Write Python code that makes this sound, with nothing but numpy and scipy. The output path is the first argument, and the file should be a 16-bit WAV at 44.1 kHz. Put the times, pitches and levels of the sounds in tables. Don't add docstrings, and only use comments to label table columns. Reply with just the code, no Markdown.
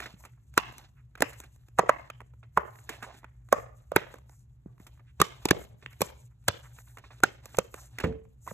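import sys
import numpy as np
from scipy import signal
from scipy.fft import rfft, irfft, next_fast_len
from scipy.io import wavfile

SR = 44100
rng = np.random.default_rng(int(sys.argv[2]) if len(sys.argv) > 2 else 0)


def digitize_waveform(pressure):
    field = np.atleast_2d(pressure).T
    bounded = np.clip(field, -1, 1)
    quanta = np.round(bounded * 32767).astype(np.int16)
    wavfile.write(sys.argv[1], SR, quanta)


def boost_factor(decibels):
    exponent = np.asarray(decibels, float) / 20
    return 10 ** exponent


N = 376173
PADDED = next_fast_len(N + 4096)
HZ = np.arange(PADDED // 2 + 1) * SR / PADDED


def clock(seconds):
    return np.arange(round(seconds * SR)) / SR


def add(out, s, x):
    i = max(round(s * SR), 0)
    out[i:i + len(x)] += x[:N - i]


def rms_one(x):
    return x / np.sqrt(np.mean(x ** 2) + 1e-20)


def at_hz(points, hz):
    f, level = np.array(points).T
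    return np.interp(np.log(hz + 1), np.log(f + 1), level)


def band(x, low_hz, high_hz):
    return signal.sosfilt(signal.butter(2, [low_hz, high_hz], "band", fs=SR, output="sos"), x)


def fade(t, t60):
    return boost_factor(-60 * t / t60)


def attack(t, rise):
    return 1 - np.exp(-t / rise)


def burst(t, low_hz, high_hz, t60, rise):
    x = band(rng.standard_normal(len(t)) * attack(t, rise) * fade(t, t60), low_hz, high_hz)
    return x / np.abs(x).max()


def wander(rate_hz):
    r = np.exp(-32 * np.pi * rate_hz / SR)
    slow = signal.lfilter([1], [1, -2 * r, r * r], rng.standard_normal(N // 16 + 3002))
    slow = slow[3000:]
    return np.interp(np.arange(N) / 16, np.arange(len(slow)), rms_one(slow))


def pops():
    # (peak t/s, ring peak level/dB, ring f/Hz, rattle rel. level/dB, crack rel. level/dB)
    domes = [(0.578, -5.5, 1307, -12, -6), (1.2228, -10, 1630, -17, -2.5), (1.7881, -11, 1125, -20.5, -14),
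             (1.7938, -5, 823, -30, -17.5), (1.8944, -4.5, 1140, -28.5, -17),
             (2.5754, -7.5, 1110, -49.5, -21), (3.5274, -8, 1130, -27.5, -6), (3.919, -33, 1120, -15, -9.5),
             (3.963, -8, 1450, -15.5, -11), (5.202, -19.5, 1080, -4.5, -6.5),
             (5.2153, -19.5, 1361, -4.5, 0.5), (5.217, -15.5, 1200, -6.5, 5.5), (5.4557, -21, 860, -6, 5),
             (5.4877, -23.5, 2170, -5, -7), (5.5095, -12, 1606, -5.5, 0.5), (6.0181, -19.5, 840, -5, 7),
             (6.4816, -31.5, 1479, 1.5, 12.5), (6.484, -10.5, 1490, -8.5, 1), (7.2366, -13, 1374, -8, 1.5),
             (7.5875, -16.5, 1130, -10.5, -0.5)]
    swell_s = .0009
    out, t = np.zeros(N), clock(.08)
    for s, db, hz, rattle_db, crack_db in domes:
        turns = hz * (0.79 * t + .0011 * attack(t, 0.0018))
        skin = t / swell_s * np.exp(1 - t / swell_s) * np.sin(2 * np.pi * turns)
        flap = boost_factor(-6.0) * burst(t, 350, 1400, 0.027, rise=0.00088)
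        rattle = boost_factor(rattle_db + 10.0) * burst(t, 2600, 4700, 0.023, rise=0.0028)
        crack = boost_factor(crack_db + 10.0) * burst(t, 3100, 15000, 0.011, rise=0.00045)
        creak = boost_factor(-19.5) * burst(t, 560, 3000, 0.018, rise=0.00063)[::-1]
        creak = creak + boost_factor(-42.0) * burst(t, 3500, 13000, 0.065, rise=.002)[::-1]
        add(out, s - swell_s, boost_factor(db - 2.5) * (skin + flap))
        add(out, s - .0015, boost_factor(db - 2.5) * (rattle + crack))
        add(out, s - swell_s - t[-1], boost_factor(db) * creak)
    return out


def rings():
    # (t/s, peak level/dB, f/Hz, t60/s)
    frame_tones = [(0.576, -12.5, 1396, 0.023), (1.2212, -15.5, 1630, 0.012), (1.2235, -18, 855, 0.014),
                   (1.796, -12.5, 985, 0.015), (1.8955, -14, 1000, .025), (2.576, -17, 800, 0.014),
                   (3.526, -11.5, 1086, 0.026), (3.528, -18, 1602, 0.016), (3.9625, -14, 2178, 0.028),
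                   (3.963, -13, 915, 0.023), (5.2152, -3, 1197, .022), (5.5105, -16, 1050, .015),
                   (5.51, -14, 2300, .01), (5.2191, -21.5, 1850, 0.032), (5.4543, -25, 2500, 0.016),
                   (5.5092, -3, 1730, 0.013), (6.021, -26, 1125, 0.022), (6.484, -19, 1500, 0.02),
                   (7.2352, 0, 1440, .02), (7.2385, -11, 760, 0.014), (7.2405, -13, 1600, .02),
                   (7.588, -23, 540, 0.035), (8.4755, -24, 1050, 0.019), (8.486, -35.5, 1960, 0.018),
                   (1.226, -20, 282, 0.037), (3.53, -25.5, 248, 0.036)]
    out, t = np.zeros(N), clock(.06)
    for s, db, hz, t60 in frame_tones:
        add(out, s, boost_factor(db) * attack(t, .0008) * fade(t, t60) * np.sin(2 * np.pi * hz * t))
    return out


def puffs():
    # (peak t/s, peak level/dB, f/Hz, recoil rel. level/dB)
    cups = [(0.1414, -61, 207, 17), (0.5788, -20, 337, -11.5), (1.208, -28.5, 330, -8),
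            (1.2234, -15, 592, -18.5), (1.7939, -5.5, 757, -19), (1.8373, -26.5, 456, -17.5),
            (1.8952, -10.5, 572, -34.5), (2.575, -16.5, 860, -12.5), (3.529, -6.5, 554, -32),
            (3.9212, -22, 547, -19.5), (3.9657, -10, 375.6, -14), (4.6625, -39, 240, 0.5),
            (4.8043, -48.5, 253, 1), (5.205, -20.5, 407, -1.5), (5.219, -14.5, 388, -8.5),
            (5.458, -17.5, 314.4, -15.5), (5.514, -9.5, 318, -8.5), (6.0099, -24.5, 361, -16.5),
            (6.02, -18, 504.4, -8.5), (6.4844, -24, 641.5, -5), (7.2374, -15, 340.5, -15.5),
            (7.5877, -11.5, 504, -13.5), (8.517, -34.5, 500, -2.5)]
    out, t = np.zeros(N), clock(.1)
    for s, db, hz, recoil_db in cups:
        turns = hz * (t + 0.00019 * attack(t, 0.004))
        pump = attack(t, 0.0026) * fade(t, 0.011) * np.sin(2 * np.pi * turns)
        recoil = boost_factor(recoil_db + 1.5) * np.sin(2 * np.pi * 185 * t) * fade(t, 0.048)
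        add(out, s - .002, boost_factor(db - 0.5) * (pump / np.abs(pump).max() + recoil))
    return out


def sways():
    # (t/s, level/dB, f/Hz)
    swings = [
        (1.229, -37.5, 108.6),
        (2.579, -39, 171.2),
        (2.895, -42, 120),
        (3.02, -43.5, 110),
        (3.97, -33, 111.3),
        (5.519, -32, 139.4),
        (6.026, -34.5, 110.6),
        (6.488, -22.5, 94.5),
        (8.49, -41.5, 71.3),
    ]
    out, t = np.zeros(N), clock(.15)
    for s, db, hz in swings:
        add(out, s, boost_factor(db) * attack(t, 0.0022) * fade(t, 0.058) * np.sin(2 * np.pi * hz * t))
    return out


def ticks():
    # (peak t/s, peak level/dB, centre f/Hz, bright edge rel. level/dB)
    taps = [(0.004, -28, 1840, -9), (0.24, -45.5, 1004, -12.5), (0.541, -51.5, 1576, 6),
            (1.155, -39, 1597, -10), (2.102, -32.5, 1276, -3), (2.206, -39, 1100, -10.5),
            (2.606, -44, 1074, -12.5), (2.65, -59, 1057, -10), (2.708, -57.5, 1216, 1.5),
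            (2.757, -50, 1910, -19), (2.789, -48, 1890, -16), (3.245, -38.5, 1160, -11.5),
            (3.489, -51.5, 1176, -2.5), (4.781, -58.5, 1074, -7), (4.977, -61.5, 1200, -24.5),
            (5.642, -52, 1290, 3), (5.931, -50.5, 2110, 0), (6.788, -44, 1280, -8), (6.973, -40, 1225, -4),
            (7.133, -51.5, 1180, -19), (7.547, -35.5, 1140, -34.5), (7.987, -27, 2010, -2.5)]
    pats = [(0.725, -49, 1150, 1.5), (0.783, -51.5, 1342, 16), (1.207, -34, 1654, 8.5),
            (1.403, -45.5, 1147, 14.5), (1.781, -42.5, 1183, -25), (1.562, -64.5, 1060, 8.5),
            (1.686, -58.5, 1446, 8), (2.216, -49, 879, -6.5), (2.338, -59, 1274, -15),
            (3.233, -52, 1099, -16.5), (3.682, -65.5, 776, -13), (4.142, -40, 1010, -1),
            (4.158, -49.5, 1051, -6), (4.186, -56, 1192, 7.5), (4.296, -54, 928, 3),
            (5.862, -46, 1931, -13), (6.442, -71, 1515, 13), (7.204, -51.5, 1244, 5),
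            (7.458, -45.5, 1217, 11.5), (7.571, -48.5, 1282, 18.5), (7.743, -36, 1170, 1),
            (7.946, -75, 1630, -15), (8.126, -49.5, 1470, -15), (8.253, -61.5, 1222, -23)]
    skids = [(0.06, -34, 1820, -14), (0.252, -45.5, 1180, 4), (1.177, -48, 1290, -5), (1.332, -51, 1944, 8),
             (1.438, -47.5, 1550, -0.5), (2.431, -50.5, 1324, -38.5), (2.893, -28.5, 1772, 2.5),
             (3.027, -32, 1495, -7), (3.105, -47, 1177, -25), (4.8, -57, 1046, 1), (4.868, -47, 1208, 5),
             (4.996, -55.5, 1183, -18.5), (5.827, -44.5, 1805, -33), (6.008, -34.5, 1802, 8),
             (6.984, -44.5, 1247, -0.5), (7.041, -47, 1067, -23.5), (7.107, -47, 1127, -17),
             (8.002, -29, 1650, -5), (8.04, -25, 1187, -15.5), (8.477, -39, 800, -2.5),
             (8.467, -46.5, 700, -6)]
    # (thud rel. level/dB, t60/s)
    kinds = [
        (-13, 0.015),
        (-1, 0.013),
        (-9, .055),
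    ]
    out, t = np.zeros(N), clock(.12)
    for touches, (thud_db, t60) in zip((taps, pats, skids), kinds):
        for s, db, hz, bright_db in touches:
            tap = np.sin(2 * np.pi * hz * t) * fade(t, .011)
            scuff = burst(t, 0.7 * hz, 2.4 * hz, 1.2 * t60, rise=0.001)
            thud = boost_factor(thud_db) * burst(t, 200, 750, 1.6 * t60, rise=.0015)
            edge = boost_factor(bright_db + 5) * burst(t, 3000, 18000, 0.7 * t60, rise=.001)
            add(out, s - .0015, boost_factor(db + 0.5) * (tap + scuff + thud + edge))
    return out


def swishes():
    # (middle t/s, length t/s, rms level/dB, centre f/Hz)
    strokes = [(0.026, 0.0087, -43.5, 1670), (0.02, .03, -51.5, 2000), (0.38, 0.01, -72.5, 1000),
               (0.989, 0.043, -69.5, 1600), (1.3, 0.027, -49, 9900), (1.549, 0.031, -67.5, 7530),
               (2.93, 0.051, -57.5, 600), (2.937, 0.063, -55, 9500), (2.931, 0.052, -49, 2400),
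               (3.04, 0.028, -46, 1360), (3.04, .03, -51, 7200), (3.089, 0.051, -53, 710),
               (3.126, 0.0048, -68, 7700), (0.488, 0.038, -72, 8200), (7.81, 0.086, -57.5, 6000),
               (3.968, .003, -21.5, 2300), (3.529, 0.0016, -26.5, 12050), (3.184, 0.031, -58.5, 9900),
               (4.4, 0.079, -68.5, 7590), (3.962, 0.0016, -10.5, 15000), (4.328, .03, -72.5, 1100),
               (4.033, 0.054, -51.5, 2086), (4.33, 0.083, -64, 8430), (5.09, 0.041, -68, 2300),
               (6.1, 0.015, -59, 1110), (5.862, 0.002, -33, 2000), (5.926, 0.024, -59, 1950),
               (6.321, 0.023, -77, 1292), (6.638, 0.018, -55, 7490), (6.655, 0.033, -58, 1300),
               (6.878, 0.013, -65.5, 1184), (6.916, 0.16, -60.5, 11400), (7.133, 0.022, -67.5, 5800),
               (7.784, 0.027, -56, 974), (8.5, 0.024, -61, 2000), (8.512, 0.006, -46, 1100),
               (8.511, .006, -54, 7500), (3.995, 0.027, -45.5, 2300), (4.09, .06, -61, 2000)]
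    out = np.zeros(N)
    for s, length, db, hz in strokes:
        size = round(2 * length * SR)
        grains = rng.standard_normal(12000)[:size] * boost_factor(3. * rng.exponential(1, 12000)[:size])
        slide = rms_one(band(grains, hz / 1.5, min(hz * 1.6, 14500)))
        add(out, s - length, boost_factor(db) * np.hanning(len(grains)) * slide)
    return out


def rubbing():
    # (full from t/s, hold t/s, dull level/dB, hiss rel. level/dB)
    slides = [(0.0, 0.044, -47, -14), (0.106, 0.027, -59.5, -22), (0.213, 0.04, -66, 1.5),
              (0.6, 0.24, -57.5, -12), (1.245, 0.2, -62, -5.5), (1.525, .16, -83.5, -2),
              (1.923, 0.14, -64, -15.5), (2.655, .04, -73.5, 4), (2.74, 0.11, -69.5, 2),
              (2.901, 0.27, -57.5, -16.5), (3.551, 0.077, -68.5, 2), (3.773, .07, -81, -0.5),
              (3.985, 0.15, -63.5, -11), (4.182, 0.04, -83, -3.5), (4.815, 0.135, -74, -5),
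              (5.243, 0.38, -62.5, -11), (5.541, 0.13, -68, -2), (5.823, 0.43, -75.5, 0.5),
              (6.041, 0.051, -57.5, -1), (6.51, 0.074, -65, -4.5), (6.63, 0.055, -72, 5.5),
              (6.757, .06, -68, 2.5), (6.889, 0.077, -72.5, 1.5), (7.046, 0.11, -64, -15.5),
              (7.271, 0.0683, -59.5, -11), (7.456, 0.1184, -60.5, -7), (7.617, 0.045, -67, -4.5),
              (7.743, .12, -64.5, 2), (7.918, 0.075, -73.5, -7), (8.02, 0.051, -53, -21.5),
              (8.494, .06, -62, 6)]
    press_db_per_s, lift_db_per_s = 300, 347
    rest_db = -87.5
    now, dull_gain, hiss_gain = np.arange(N) / SR, boost_factor(rest_db), boost_factor(rest_db)
    for s, hold, db, hiss_db in slides:
        coming = press_db_per_s * (s - now).clip(0)
        going = lift_db_per_s * (now - s - hold).clip(0)
        press = boost_factor(db - coming - going)
        dull_gain = dull_gain + press
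        hiss_gain = hiss_gain + boost_factor(hiss_db) * press
    grip_db, flutter_db = 3 * wander(30.), 5 * wander(20.)
    slips = rng.standard_normal((2, N)) * boost_factor(5.5 * rng.exponential(1, (2, N)).clip(0, 4))

    dull = 0
    for low_hz, high_hz in ((220, 500), (480, 1300), (1100, 2500), (2200, 4500)):
        dull = dull + boost_factor(2. * wander(14.)) * band(slips[0], low_hz, high_hz)
    dull = dull_gain * boost_factor(grip_db + 0.5) * rms_one(dull)

    fine = band(band(slips[1], 3800, 21000), 2200, 21000)
    hiss = 0
    for low_hz, high_hz, db in ((3020, 3100, -5.5), (5940, 11000, 0.27), (10200, 13000, 0.56)):
        hiss = hiss + boost_factor(db + 2.5 * wander(12.)) * band(fine, low_hz, high_hz)
    hiss = hiss_gain * boost_factor(0.68 * flutter_db + 5.0) * rms_one(hiss)
    return dull + hiss


def modes(t, table, spread_db, detune):
    strength, shift = rng.normal(0, 1, (2, len(table)))
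    sign = rng.choice([-1, 1], len(table))
    out = 0
    for (hz, db, t60), g, d, u in zip(table, strength, shift, sign):
        tone = np.sin(2 * np.pi * hz * (1 + detune * d) * t)
        out = out + u * boost_factor(db + spread_db * g) * tone * fade(t, t60)
    return out


def knock():
    # (t/s, level/dB)
    blows = [
        (8.039, -24.5),
        (8.061, -37.5),
    ]
    # (f/Hz, level/dB, t60/s)
    cabinet = [(64.6, -7, 0.5), (80.5, -7, 0.4), (113.3, -12, 0.31), (162.4, 0, 0.19), (204, -7.5, 0.327),
               (253, -5.5, 0.26), (368, -18, 0.17), (444.5, -2, 0.35), (515, -5.5, 0.13), (623, -32, 0.17),
               (800, -30, 0.25)]
    stop_s = 0.3
    out, t = np.zeros(N), clock(.5)
    for s, db in blows:
        stilled = boost_factor(-400 * (t - stop_s).clip(0))
        ring = attack(t, 0.00067) * modes(t, cabinet, spread_db=1.5, detune=0.0028) * stilled
        boom = boost_factor(-1) * burst(t, 70, 320, 0.3, rise=.004)
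        add(out, s, boost_factor(db) * (ring + boom))
    return out


def room(x):
    # (low f/Hz, high f/Hz, level/dB, t60/s)
    echo_bands = [
        (99, 280, -29.5, 0.6),
        (260, 1100, -26, 0.45),
        (800, 1400, -30, 0.35),
        (1500, 3600, -24, .4),
        (3220, 5900, -29, 0.3),
        (10600, 13800, -37.5, .4),
    ]
    t = clock(.5)
    noise = rng.standard_normal((3, len(t))) * np.clip((t - .0015) / 0.0031, 0, 1)
    echo = 0
    for low_hz, high_hz, db, t60 in echo_bands:
        echo = echo + boost_factor(db - 19.5) * band(noise, low_hz, high_hz) * fade(t, t60)
    stir = .9 + 0.42 * np.array([wander(61.0) for _ in range(3)])
    wet = signal.fftconvolve(x[None], echo, axes=1)[:, :N] * stir
    treble, rest = band(wet[0], 4800, 14500), band(wet[1:], 60, 5500)
    bounce = boost_factor(-25) * band(np.roll(x, round(.0195 * SR)), 600, 1500)
    return boost_factor(0.5) * treble + bounce, boost_factor(4.0) * rest


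def ports(x):
    # (f/Hz, phase/rad)
    left_lead = [(0, 0), (170, -.55), (650, -1.), (1000, .3), (1900, .4), (2600, 1.4), (3100, 3.2),
                 (3500, 1.9), (4200, 1.7), (5000, 3.7), (6300, 5.4), (9100, 8.8), (11800, 12),
                 (17000, 17.8)]
    # (f/Hz, level/dB)
    shade = [(150, 0), (750, -8), (1100, -3), (1900, -3), (2350, -9.5), (3400, 1), (5000, -5), (5800, 1)]
    lead = np.interp(HZ, *np.transpose(left_lead))
    half = boost_factor(at_hz(shade, HZ) / 2) * np.exp(.5j * lead)
    return irfft(rfft(x, PADDED) * np.array([half, 1 / half]), PADDED)[:, :N]


def background():
    # (f/Hz, level per Hz/dB)
    air_colour = [(15, -46.5), (25, -16.5), (48, -11.5), (72, -7.5), (87, -25.5), (102, -14), (123, -5.5),
                  (153, -25.5), (531, -53), (6560, -66), (10100, -73.5), (11300, -59.5), (16000, -76)]
    # (f/Hz, peak level/dB, wobble f/Hz)
    hum = [
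        (60.7, -63, 2.6),
        (115.6, -61.5, 4.8),
    ]
    mid, side = rfft(rng.standard_normal((2, PADDED)))
    unlike = np.clip(HZ / 350, 0, 1) ** 2
    both = mid + unlike * side * [[1], [-1]]
    out = boost_factor(-56.5) * rms_one(irfft(boost_factor(at_hz(air_colour, HZ)) * both, PADDED)[:, :N])
    for hz, db, wobble_hz in hum:
        level = boost_factor(db + 1.3 * wander(wobble_hz))
        out = out + level * np.sin(2 * np.pi * hz * np.arange(N) / SR + 1.3 * wander(2.7))
    return out


def scene():
    toy = pops() + puffs() + ticks() + swishes() + sways()
    bump, frame = knock(), rings()
    smear = .6 + .75 * wander(800.)
    near, diffuse = room((toy + boost_factor(-7) * frame) * smear + bump)
    return ports(toy + frame + bump + near + rubbing()) + diffuse + background()


def band_limit(x):
    return signal.sosfilt(signal.butter(12, 17320, fs=SR, output="sos"), x)


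def record(dry):
    # (f/Hz, level/dB)
    capsule = [(20, -26), (55, -2.5), (1500, -1.5), (3000, -6.5), (4800, -12.5), (7000, -4.5), (9700, -9),
               (12500, -13.5), (14300, -7), (16500, -31.5)]
    x = irfft(rfft(dry, PADDED) * boost_factor(at_hz(capsule, HZ)), PADDED)
    rounded = 1.077 * np.tanh(x / 0.68)
    mix = irfft(rfft(rounded) * (HZ < 17000), PADDED)[:, :N]
    return band_limit(mix)


dry = scene()
out = record(dry)
digitize_waveform(out)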